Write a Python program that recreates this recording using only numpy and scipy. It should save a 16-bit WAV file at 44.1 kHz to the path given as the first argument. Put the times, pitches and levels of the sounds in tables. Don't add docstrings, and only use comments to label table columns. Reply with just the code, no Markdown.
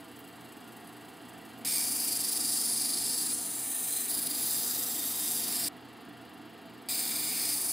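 import sys
import numpy as np
from scipy import signal
from scipy.fft import rfft, irfft
from scipy.io import wavfile
from scipy.ndimage import uniform_filter1d

SR = 44100
rng = np.random.default_rng(int(sys.argv[2]) if len(sys.argv) > 2 else 0)


def bounce(signal):
    frames = np.transpose(np.atleast_2d(signal))
    limited = np.clip(frames, -1, 1)
    pcm = np.round(limited * 32767).astype(np.int16)
    wavfile.write(sys.argv[1], SR, pcm)


def natural_amplitude(level_db):
    exponent = np.asarray(level_db, float) / 20
    return 10 ** exponent


N = 340452
TURN_HZ = 24.7


def evened(x):
    return x / np.sqrt(np.mean(x ** 2) + 1e-20)


def read(points, hz, axis=1):
    table = np.transpose(points)
    return np.interp(np.log(hz + 1), np.log(table[0] + 1), table[axis])


def body(peaks, broad, broad_db, size=16384):
    hz = np.fft.rfftfreq(size, 1 / SR)
    power = natural_amplitude(read(broad, hz) + broad_db) ** 2
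    for peak_hz, width_hz, db in peaks:
        power = power + natural_amplitude(db) ** 2 / (1 + (2 * (hz - peak_hz) / abs(width_hz)) ** 2) ** 2
    log_gain = np.log(np.r_[power, power[-2:0:-1]] + 1e-12) / 2
    return np.fft.ifft(np.exp(np.conj(signal.hilbert(log_gain)))).real[:size // 2]


def ring(x, response):
    return signal.oaconvolve(x, response[None], axes=1)[:, :x.shape[1]]


def notch(hz, notch_hz, width_hz, depth):
    return 1 - min(depth, .97) / (1 + (2 * (hz - notch_hz) / width_hz) ** 2)


def wander(count, per_s):
    width = round(SR / per_s)
    return evened(uniform_filter1d(uniform_filter1d(rng.standard_normal(count), width), width))


def grit(count, per_s, spread_db, share):
    caught = rng.random(count) < per_s / SR
    size = natural_amplitude(spread_db * np.minimum(rng.exponential(1, count), 2.5)) * caught
    fine, sign = rng.standard_normal((2, 2, count))
    return fine + share * evened(size * np.sign(sign))


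def add(mix, t, sound, start, end):
    at = np.round(t * SR).astype(int)
    keep = (t >= start) & (t < end) & (at < N)
    mix[:, at[keep]] += sound[:, keep]


# (level at its start [dB], level at its end [dB])
MACHINE_DB = [
    (-52, -51),
    (-49, -49),
    (-50, -51),
    (-48.5, -48.5),
    (-51.5, -52),
    (-48.5, -48.5),
]
# (frequency [Hz], width [Hz])
PANELS = [(177, 16), (250, 30), (290, 50), (340, 20), (425, 30), (490, 16), (668, 18), (706, 30), (760, 22),
          (860, 30), (937, 25), (1184, 25), (1292, 30), (1410, 25), (1631, 30), (1803, 30), (1930, 50),
          (2310, 40), (2790, 260), (3140, 110), (3370, 60), (4000, 40), (4290, 50), (4770, 200)]
PANELS_DB = [-6, -4, -3, -7, -10, -9, -5, -7, -9, -15, -33, -13, -15, -13, -13, -12.5, -14.5, -20.5, -18,
             -19, -18, -20, -24, -25]
# (frequency [Hz], level [dB])
RUMBLE = [(18, -90), (40, -37), (65, -23), (100, -14), (150, -14), (300, -4), (500, -9), (600, -18),
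          (750, -7), (1400, -13), (2050, -16), (2500, -18), (4500, -21), (4900, -24), (5450, -28),
          (5750, -33), (6300, -33), (6800, -29), (7400, -33), (15700, -40)]
MOTOR_HZ = [88.2, 120, 123.4, 225.5, 300.5]
# (level re rumble [dB], pitch waver [Hz], level waver [dB])
MOTOR_WAVER = [(-25, .22, 1), (-21, .2, 1.5), (-18.5, .1, 1.5), (-12, 2.4, 3), (-14, 3.66, 2.5)]


def machine(start, end, db):
    t = np.arange(round(start * SR) - 9000, round(end * SR) + 600) / SR
    panels = [(hz, width_hz, level_db) for (hz, width_hz), level_db in zip(PANELS, PANELS_DB)]
    hum = evened(ring(rng.standard_normal((2, len(t))), body(panels, RUMBLE, -6.)))
    for hz, (tone_db, waver_hz, waver_db) in zip(MOTOR_HZ, MOTOR_WAVER):
        turns = np.cumsum(hz + waver_hz * wander(len(t), 8.73)) / SR
        phase = 2 * np.pi * (turns + rng.random((2, 1)))
        tone_gain = natural_amplitude(tone_db + waver_db * wander(len(t), 3.1))
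        hum = hum + tone_gain * np.sqrt(2) * np.sin(phase)
    return t, natural_amplitude(np.interp(t, [start, end], db) + 2.0) * hum


# (start [s], end [s], puff onset [turns], timing spread [turns],
# unevenness [dB], steady mist [share])
SPRAYS = [
    (0, 1.648, .9, .09, 2., .6),
    (5.685, 6.887, .37, .03, 1.0, .2),
]
# (level [dB], tilt [dB per octave], broad fizz re the rings [dB])
SPRAY_DB = [(-60, -6, 0.), (-66, -2, -8)]
# (frequency [Hz], width [Hz], level [dB])
SPRAY_RING = [(7630, 54, -1), (7840, 49, -2), (8820, 90, -5), (9100, 40, -4), (9370, 65, -2),
              (9760, 37, -7), (10400, 88, -6), (11200, 54, -1), (11900, 45, -7), (12100, 120, -5),
              (12570, 90, 0), (12800, 46, -5), (13050, 120, -6), (13300, 45, -6), (14900, 40, -10)]
# (frequency [Hz], level [dB])
SPRAY_FIZZ = [(5000, -22), (6600, -13), (7300, -14), (7700, -4), (8700, -8), (9500, -5), (12500, -4),
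              (13600, -7), (14300, -9), (15800, -7)]


def spray(start, end, onset, spread, uneven_db, mist, db, tilt_db, fizz_db):
    t = np.arange(round(start * SR), round(end * SR)) / SR
    turns = TURN_HZ * t - onset + spread * wander(len(t), 40.0)
    size = natural_amplitude(uneven_db * rng.standard_normal(400))[turns.astype(int) + 2]
    puff = size * np.exp(-((turns % 1) / .34) ** 2.6)
    flow = uniform_filter1d(puff, size=180) + mist
    fizz = [(hz, level_db + tilt_db * np.log2(hz / 8000)) for hz, level_db in SPRAY_FIZZ]
    drops = ring(flow * grit(len(t), 1500., 3.5, .4), body(SPRAY_RING, fizz, fizz_db))
    return t, natural_amplitude(db) * evened(drops)


# (time [s], peak level [dB], centre [Hz])
SPLASHES = [
    (0.0438, -54, 7870),
    (0.1885, -36, 13000),
    (0.285, -40, 13200),
    (0.5681, -50, 12600),
    (0.7652, -41, 11600),
    (0.871, -36, 9710),
    (1.5848, -39, 12400),
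]


def splash(db, hz):
    t = np.arange(1500) / SR
    band = signal.butter(2, [0.87 * hz, min(1.3 * hz, 16000)], "band", fs=SR)
    fizz = signal.lfilter(*band, rng.standard_normal((2, 1500)))
    return natural_amplitude(db - 11) * evened(fizz) * np.minimum(t / .002, 1) * np.exp(-t / .009)


# (frequency [Hz], width [Hz], depth [0-1])
HOUSING = [(2530, 70, .6), (5710, 120, .82), (7250, 220, .55), (8350, 200, .3), (12400, 100, .4)]


def housing(x):
    hz = np.fft.rfftfreq(N, 1 / SR)
    shaded = np.prod([notch(hz, *dip) for dip in HOUSING], axis=0)
    return irfft(rfft(x, axis=1) * shaded, N, axis=1)


# (frequency [Hz], share [0-1])
RETURN = [(1500, .36), (4500, .34), (8000, .22), (13000, .15), (16000, .1)]


def come_round(x):
    turn_s = .04041
    hz = np.fft.rfftfreq(x.shape[1], 1 / SR)
    alike = read(RETURN, hz)
    comb = np.sqrt(1 - alike ** 2) / (1 - alike * np.exp(-2j * np.pi * hz * turn_s))
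    return irfft(rfft(x, axis=1) * comb, x.shape[1], axis=1)


# (delay [s], share [signed ratio])
ECHOES = [(.0023, -.09), (.0034, .1), (.0047, .11), (.0061, -.12), (.0083, .12), (.0112, .11)]


def tray(x):
    taps = np.zeros(600)
    taps[0] = 1
    delay_s, share = np.transpose(ECHOES)
    taps[(delay_s * SR).astype(int)] = share
    return ring(x, taps)


# (time [s], half length [s], frequency [Hz], half width [Hz], level [dB])
TURNINGS = [(1.7, 0.21, 8650, 120, 12), (2.75, 0.36, 7700, 93, -8), (2.5, 0.49, 13900, 790, -7),
            (2.1, 0.67, 10000, 150, -6), (3.2, .3, 5730, 250, -2), (1.9, 0.27, 4000, 340, -6.5),
            (1.78, 0.13, 2320, 140, 10.5), (1.6, .1, 5000, 180, -1), (3.7, 0.25, 9500, 500, 2.5),
            (3.9, 0.15, 10000, 280, -8), (3.7, .4, 16000, 200, 2), (3.7, 0.32, 15150, 250, 5),
            (4.25, 0.15, 9940, 430, 2.5), (4.2, 0.13, 5900, 1300, -4), (4.4, 0.27, 5500, 150, -16),
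            (4.7, 0.45, 6600, 120, -4), (5.2, .45, 4090, 120, -9), (5.4, 0.2, 7600, 200, 2),
            (5.24, .4, 8680, 170, 7.5), (4.4, 0.41, 7900, 200, -4), (4.98, 0.69, 9280, 1000, -7.5),
            (5.44, .15, 8050, 150, -6), (4.8, .25, 14300, 170, 4), (4.25, .2, 13700, 130, 5),
            (5.2, .4, 10600, 250, 2), (4.8, .5, 15000, 100, 2), (5.3, .4, 12660, 100, 6),
            (7.1, .2, 5690, 200, -14), (8.3, 0.45, 7500, 130, -1), (7.6, 0.44, 3870, 110, -4),
            (7.8, .25, 14000, 130, -4.5), (7.0, .2, 2650, 150, 0), (6.8, 0.56, 17000, 130, -7),
            (7, .5, 9500, 170, -11), (7.5, .2, 19000, 150, -7), (8, .3, 2400, 47, -8),
            (4.1, 0.22, 11900, 60, -9), (4.6, .4, 11050, 150, 1), (4.2, 0.19, 10150, 200, 4),
            (2.06, 0.096, 2600, 470, 6)]
# (time [s], half length [s], frequency [Hz],
# half width [Hz], level [dB])
MORE_TURNINGS = [(1.75, 0.12, 3800, 400, 5), (2.05, 0.14, 12200, 1500, 3), (2.9, 0.58, 8420, 130, -15),
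                 (2.08, 0.095, 4800, 200, 3), (3.26, 0.088, 4930, 700, -2.5), (3.42, .06, 4900, 900, -0.5),
                 (3.97, 0.11, 4100, 150, 6), (4.4, 0.46, 7230, 120, -16), (5.0, .5, 11900, 60, 4),
                 (5.3, .4, 12400, 90, -8), (5.65, 0.079, 8700, 1200, 2.5)]


def drift(x, start, patchy_db, count=256):
    hz, t, z = signal.stft(x, SR, nperseg=2 * count)
    patch = uniform_filter1d(rng.standard_normal(z.shape[1:]), size=5, axis=0)
    patch = uniform_filter1d(uniform_filter1d(patch, size=40, axis=1), size=20, axis=1)
    gain_db = patchy_db * evened(patch)
    for at, half_s, centre_hz, width_hz, db in TURNINGS + MORE_TURNINGS:
        across = np.exp(-((hz - centre_hz) / width_hz) ** 2)
        along = np.exp(-((t + start - at) / half_s) ** 2)
        gain_db = gain_db + db * np.outer(across, along)
    return signal.istft(z * natural_amplitude(gain_db), nperseg=2 * count)[1][:, :x.shape[1]]


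# (lead as it begins [turns], slip [turns per s])
LEADS = [(-.43, -.125), (-.58, -.72), (-1.44, .04), (-1.73, -.55)]
# (time [s], throb [dB], half length [s])
BOUNCES = [
    (2.2, 2.6, .22),
    (2.8, 1.3, .5),
    (3.28, .9, .1),
    (4.0, .7, .25),
    (4.2, 1.9, .11),
    (4.29, 2.6, .04),
    (4.8, 1.4, .09),
    (5.45, 1.2, .14),
    (7.66, 1, .1),
]


def throb(t, start, lead, slip):
    depth_db = .6
    for at, db, half_s in BOUNCES:
        depth_db = depth_db + db * np.exp(-((t - at) / half_s) ** 2)
    turn = 2 * np.pi * (TURN_HZ * t + lead + slip * (t - start))
    return depth_db * (np.cos(turn) + 0.23 * np.sin(2 * turn))


# (time [s], pressure as hiss level [dB], roll to second face [0-1], slack of grip [dB])
STROKES = [
    [(1.65, -35, 0.13, 15), (1.76, -32.5, 0.1, 6.5), (1.88, -34, 0.2, 3), (2.21, -34, 0.36, 3),
     (2.6, -30.5, 0.6, -4), (3.0, -31.5, 1, -1.5), (3.22, -31, 0.85, -5), (3.33, -32.5, 1, -1)],
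    [(3.33, -34, 0.34, -4), (3.5, -36.5, 0.67, 1.5), (3.76, -35, 1, 2), (3.95, -32, 1, 1),
     (4.09, -35, 0.8, 7)],
    [(4.09, -35, 0.46, -3), (4.3, -38, 0.16, -1.5), (4.45, -34, 0.4, -2.5), (4.66, -34, 0.46, -6),
     (4.89, -35.5, 0.9, -0.5), (5.14, -36, 0.96, 2.5), (5.34, -34.5, 1, 2), (5.46, -36, 0.47, 3),
     (5.68, -36, 0, 3)],
    [(6.89, -37, 0, -0.5), (7.0, -35, 0.36, 1), (7.04, -36.5, 0.28, 1), (7.36, -36, 0.4, 3),
     (7.5, -33, 0.6, 1), (7.6, -35.5, 0.75, -4.5), (7.71, -34, 0.9, -7)],
]
# (top fizz [dB], stone ring [dB], stick ring [dB],
# low ring [dB], rim [dB], core hiss [dB], edge hiss [dB])
FACES = [((-3.5, -7, -24, -19.5, -10.5, -1.5, -3.5), (-10, -7.5, -21, -18, -15, -2.5, -10)),
         ((-12, -8, -25, -22, -12, -1.8, -9), (-5.5, -19.5, -22, -18, -14, -1.2, -9)),
         ((-1.5, -3, -16.5, -14, -11, -2, -4.5), (-1.8, -11.5, -21.5, -13, -11.5, -2.5, -5)),
         ((-0.5, -3.5, -13, -8, -11, 0.5, -9.5), (-4.5, -7.5, -16.5, -20, -11.5, -2.5, -3.5))]
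# (low edge [Hz], high edge [Hz])
BAND_EDGES_HZ = [(11400, 17000), (4150, 5700), (1500, 3200), (3200, 4150), (5700, 7300), (7300, 10200),
                 (10200, 11400)]
SLACK_SHARE = (0.025, 0.17, 0.88, 0.36, -0.0017, -0.054, -0.13)
THROB_SHARE = (0.81, 0.9, 0.36, .55, 0.71, 1, 0.88)
# (frequency [Hz], width [Hz], level [dB])
RING_FIRST = [(2360, 150, -2), (3630, 90, -9), (3880, 80, -10), (4190, 70, -4), (4550, 60, -5),
              (4790, 200, 1), (5230, 160, -3), (5510, 72, -7), (6310, 190, -10), (6830, 50, -13),
              (7100, 98, -14), (7480, 32, -9), (7620, 180, -6), (8060, 120, -5), (8660, 160, -7),
              (9170, 130, -5), (9690, 130, 0), (10200, 140, -5), (10500, 30, -5), (10600, 25, -5),
              (10900, 29, -5), (11100, 77, -6), (11300, 34, -8), (11800, 130, -7), (12200, 93, -8),
              (12800, 280, -12), (13080, 90, -10), (13950, 140, -11), (14300, 170, -13), (15100, 150, -6)]
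# (frequency [Hz], width [Hz], level [dB])
RING_SECOND = [(1800, 60, -6), (2310, 110, -10), (3840, 50, -5), (4100, 70, 1), (4570, 27, -4),
               (4830, 71, -3), (6300, 290, -14), (7250, 53, -10), (7490, 36, -5), (7680, 72, -6),
               (8080, 66, -3), (8660, 160, -4), (9250, 110, -2), (9730, 100, 0), (10100, 86, -4),
               (10300, 46, -7), (10600, 37, -7), (11100, 110, -7), (11700, 51, -8), (11900, 26, -3),
               (12100, 160, -14), (12700, 150, -11), (13600, 270, -8), (14100, 74, -10), (14500, 62, -9),
               (14700, 54, -9), (15100, 57, -6)]
# (frequency [Hz], width [Hz], level [dB])
RING_THIRD = [(1810, 210, -10), (2300, 56, -11), (3120, 100, -10), (3720, 200, -3), (4200, 40, -4),
              (4820, 150, 2), (5450, 150, -8), (6060, 120, -9), (6910, 190, -11), (7490, 36, -2),
              (7620, 31, -4), (8060, 130, -4), (8660, 84, -6), (9180, 84, -5), (9430, 120, -6),
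              (9670, 110, -5), (10200, 63, -4), (10700, 110, -2), (11000, 71, 0), (11600, 25, -5),
              (11900, 30, 0), (12200, 84, -6), (12700, 100, -5), (13100, 270, -8), (13800, 150, -4),
              (14300, 130, -4), (15200, 46, -3), (15700, 99, -13)]
# (frequency [Hz], width [Hz], level [dB])
RING_LAST = [(2340, 230, -8), (4180, 62, -8), (3560, 150, -11), (3850, 80, -10), (4420, 30, -5),
             (4580, 100, -3), (4820, 150, 0), (5070, 50, -1), (5340, 150, -7), (6060, 60, -10),
             (6250, 130, -8), (6830, 39, -11), (7060, 64, -9), (7480, 27, -3), (7750, 100, -5),
             (8690, 180, 0), (9150, 160, -4), (9680, 94, -2), (10100, 56, -5), (10500, 53, -3),
             (11000, 51, -4), (11900, 34, -3), (12100, 39, -7), (12600, 120, -8), (13100, 210, -6),
             (13500, 110, -7), (13900, 100, -6), (14500, 210, -6), (14800, 31, -9), (15100, 52, -1),
             (15600, 120, -11)]
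# (low [dB], middle [dB], high [dB])
RING_DB = [(-17, -3, -.1), (-7, -16, -.1), (-18.5, -10, -.1), (-1, 0, -.1)]
# (frequency [Hz], width [Hz])
WHEEL = [(7487, 13), (11900, 10), (12080, 24), (15059, 30), (15169, 30)]
WHEEL_DB = [(-6, -6, -8, -2, -2), (-2, 0, -9, -3, -5), (0, 3, -6, -1, 0), (-1, 0, -4, 1, -3)]
# (frequency [Hz], level [dB per Hz])
SCRATCH = [(880, -63), (1500, -20), (1860, -13), (3320, -13.5), (4830, -2), (5760, -7), (7080, -9),
           (7510, -5), (8620, -3), (9420, 1.5), (12900, -4.5), (14700, -2), (15700, -13)]
# (frequency [Hz], width [Hz], depth [0-1])
HAND_SHADE = [(5750, 130, 0.6), (5760, 320, 0.5), (5720, 100, .3), (5670, 110, .65)]
# (frequency [Hz], width [Hz], depth [0-1])
HOOD_SHADE = (18000, 160, .6)


def grind(strokes, faces, lead, peaks, ring_db, wheel_db, hand_shade):
    s, hiss_db, roll, slack_db = np.transpose(strokes)
    t = np.arange(round(s[0] * SR) - 4000, round(s[-1] * SR) + 900) / SR
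    throb_db = throb(t, s[0], *lead)
    contact = natural_amplitude(0.11 * wander(len(t), 43.0) + 0.18 * wander(len(t), 330.0))
    grains = contact * come_round(grit(len(t), 1100., 4.5, .62))

    modes = []
    for hz, width_hz, db in peaks:
        damping = 1.7 if hz < 5700 else 1
        trim_db = ring_db[(hz > 3000) + (hz > 5700)]
        modes.append((hz, width_hz * damping, db + trim_db))
    modes += [(hz, width_hz, db) for (hz, width_hz), db in zip(WHEEL, wheel_db)]
    rung = ring(tray(grains), body(modes, SCRATCH, -6.5))

    hz = np.fft.rfftfreq(len(t), 1 / SR)
    spectrum = rfft(drift(rung, t[0], patchy_db=.6), axis=1)
    spectrum = spectrum * notch(hz, *hand_shade) * notch(hz, *HOOD_SHADE)
    out = 0
    for (low, high), first_db, second_db, slack_share, throb_share in zip(
            BAND_EDGES_HZ, *faces, SLACK_SHARE, THROB_SHARE):
        band = np.clip(np.minimum(hz - low, high - hz) / 500 + .5, 0, 1)
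        part = irfft(spectrum * band, len(t), axis=1)
        grip_db = first_db + (second_db - first_db) * roll + slack_share * slack_db
        level = natural_amplitude(np.interp(t, s, hiss_db + grip_db))
        out = out + level * evened(natural_amplitude(throb_share * throb_db) * part)
    return t, out


CUTS = [
    0,
    1.648,
    3.33,
    4.092,
    5.685,
    6.887,
    7.73,
]


def scene():
    mix = np.zeros((2, N))
    for db, start, end in zip(MACHINE_DB, CUTS, CUTS[1:]):
        add(mix, *machine(start, end, db), start, end)
    for flow, balance in zip(SPRAYS, SPRAY_DB):
        add(mix, *spray(*flow, *balance), 0, CUTS[-1])
    for s, db, hz in SPLASHES:
        add(mix, s + np.arange(1500) / SR, splash(db, hz), 0, CUTS[1])
    mix = housing(mix)
    rings = [RING_FIRST, RING_SECOND, RING_THIRD, RING_LAST]
    takes = [1, 2, 3, 5]
    for *hold, take in zip(STROKES, FACES, LEADS, rings, RING_DB, WHEEL_DB, HAND_SHADE, takes):
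        add(mix, *grind(*hold), CUTS[take], CUTS[take + 1])
    return mix


def band_limit(x):
    return signal.sosfilt(signal.butter(12, 16870, fs=SR, output="sos"), x)


# (frequency [Hz], unrelated side [dB], lean to the left [ratio], lag of the left port [ratio])
PAIR = [(35, 2, .05, .4), (70, -18, 0.043, 0.43), (120, -33, 0.01, 0.31), (200, -32, -.08, 0.29),
        (304, -20, -0.17, .07), (430, -6, -0.14, .22), (685, -14, -0.096, .07), (1450, -15.5, 0.012, .01),
        (2800, -42, -0.067, 0.036), (4000, -45, -.005, .002), (5400, -39.5, -0.004, .001),
        (9900, -32.5, 0.016, .001), (12200, -11.5, 0.055, .03), (15500, -5, 0.079, .2)]


def record(dry):
    edge_hz = 15785
    hz = np.fft.rfftfreq(N, 1 / SR)
    mid, twin = rfft(dry, axis=1)
    lean, lag = read(PAIR, hz, axis=2), read(PAIR, hz, axis=3)
    side = natural_amplitude(read(PAIR, hz)) * twin + (lean - 1j * lag) * mid
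    band = np.clip((edge_hz - hz) / 120 + .5, 0, 1) ** 2
    mix = irfft(band * np.array([mid + side, mid - side]), N, axis=1)
    return band_limit(mix)


dry = scene()
out = record(dry)
bounce(out)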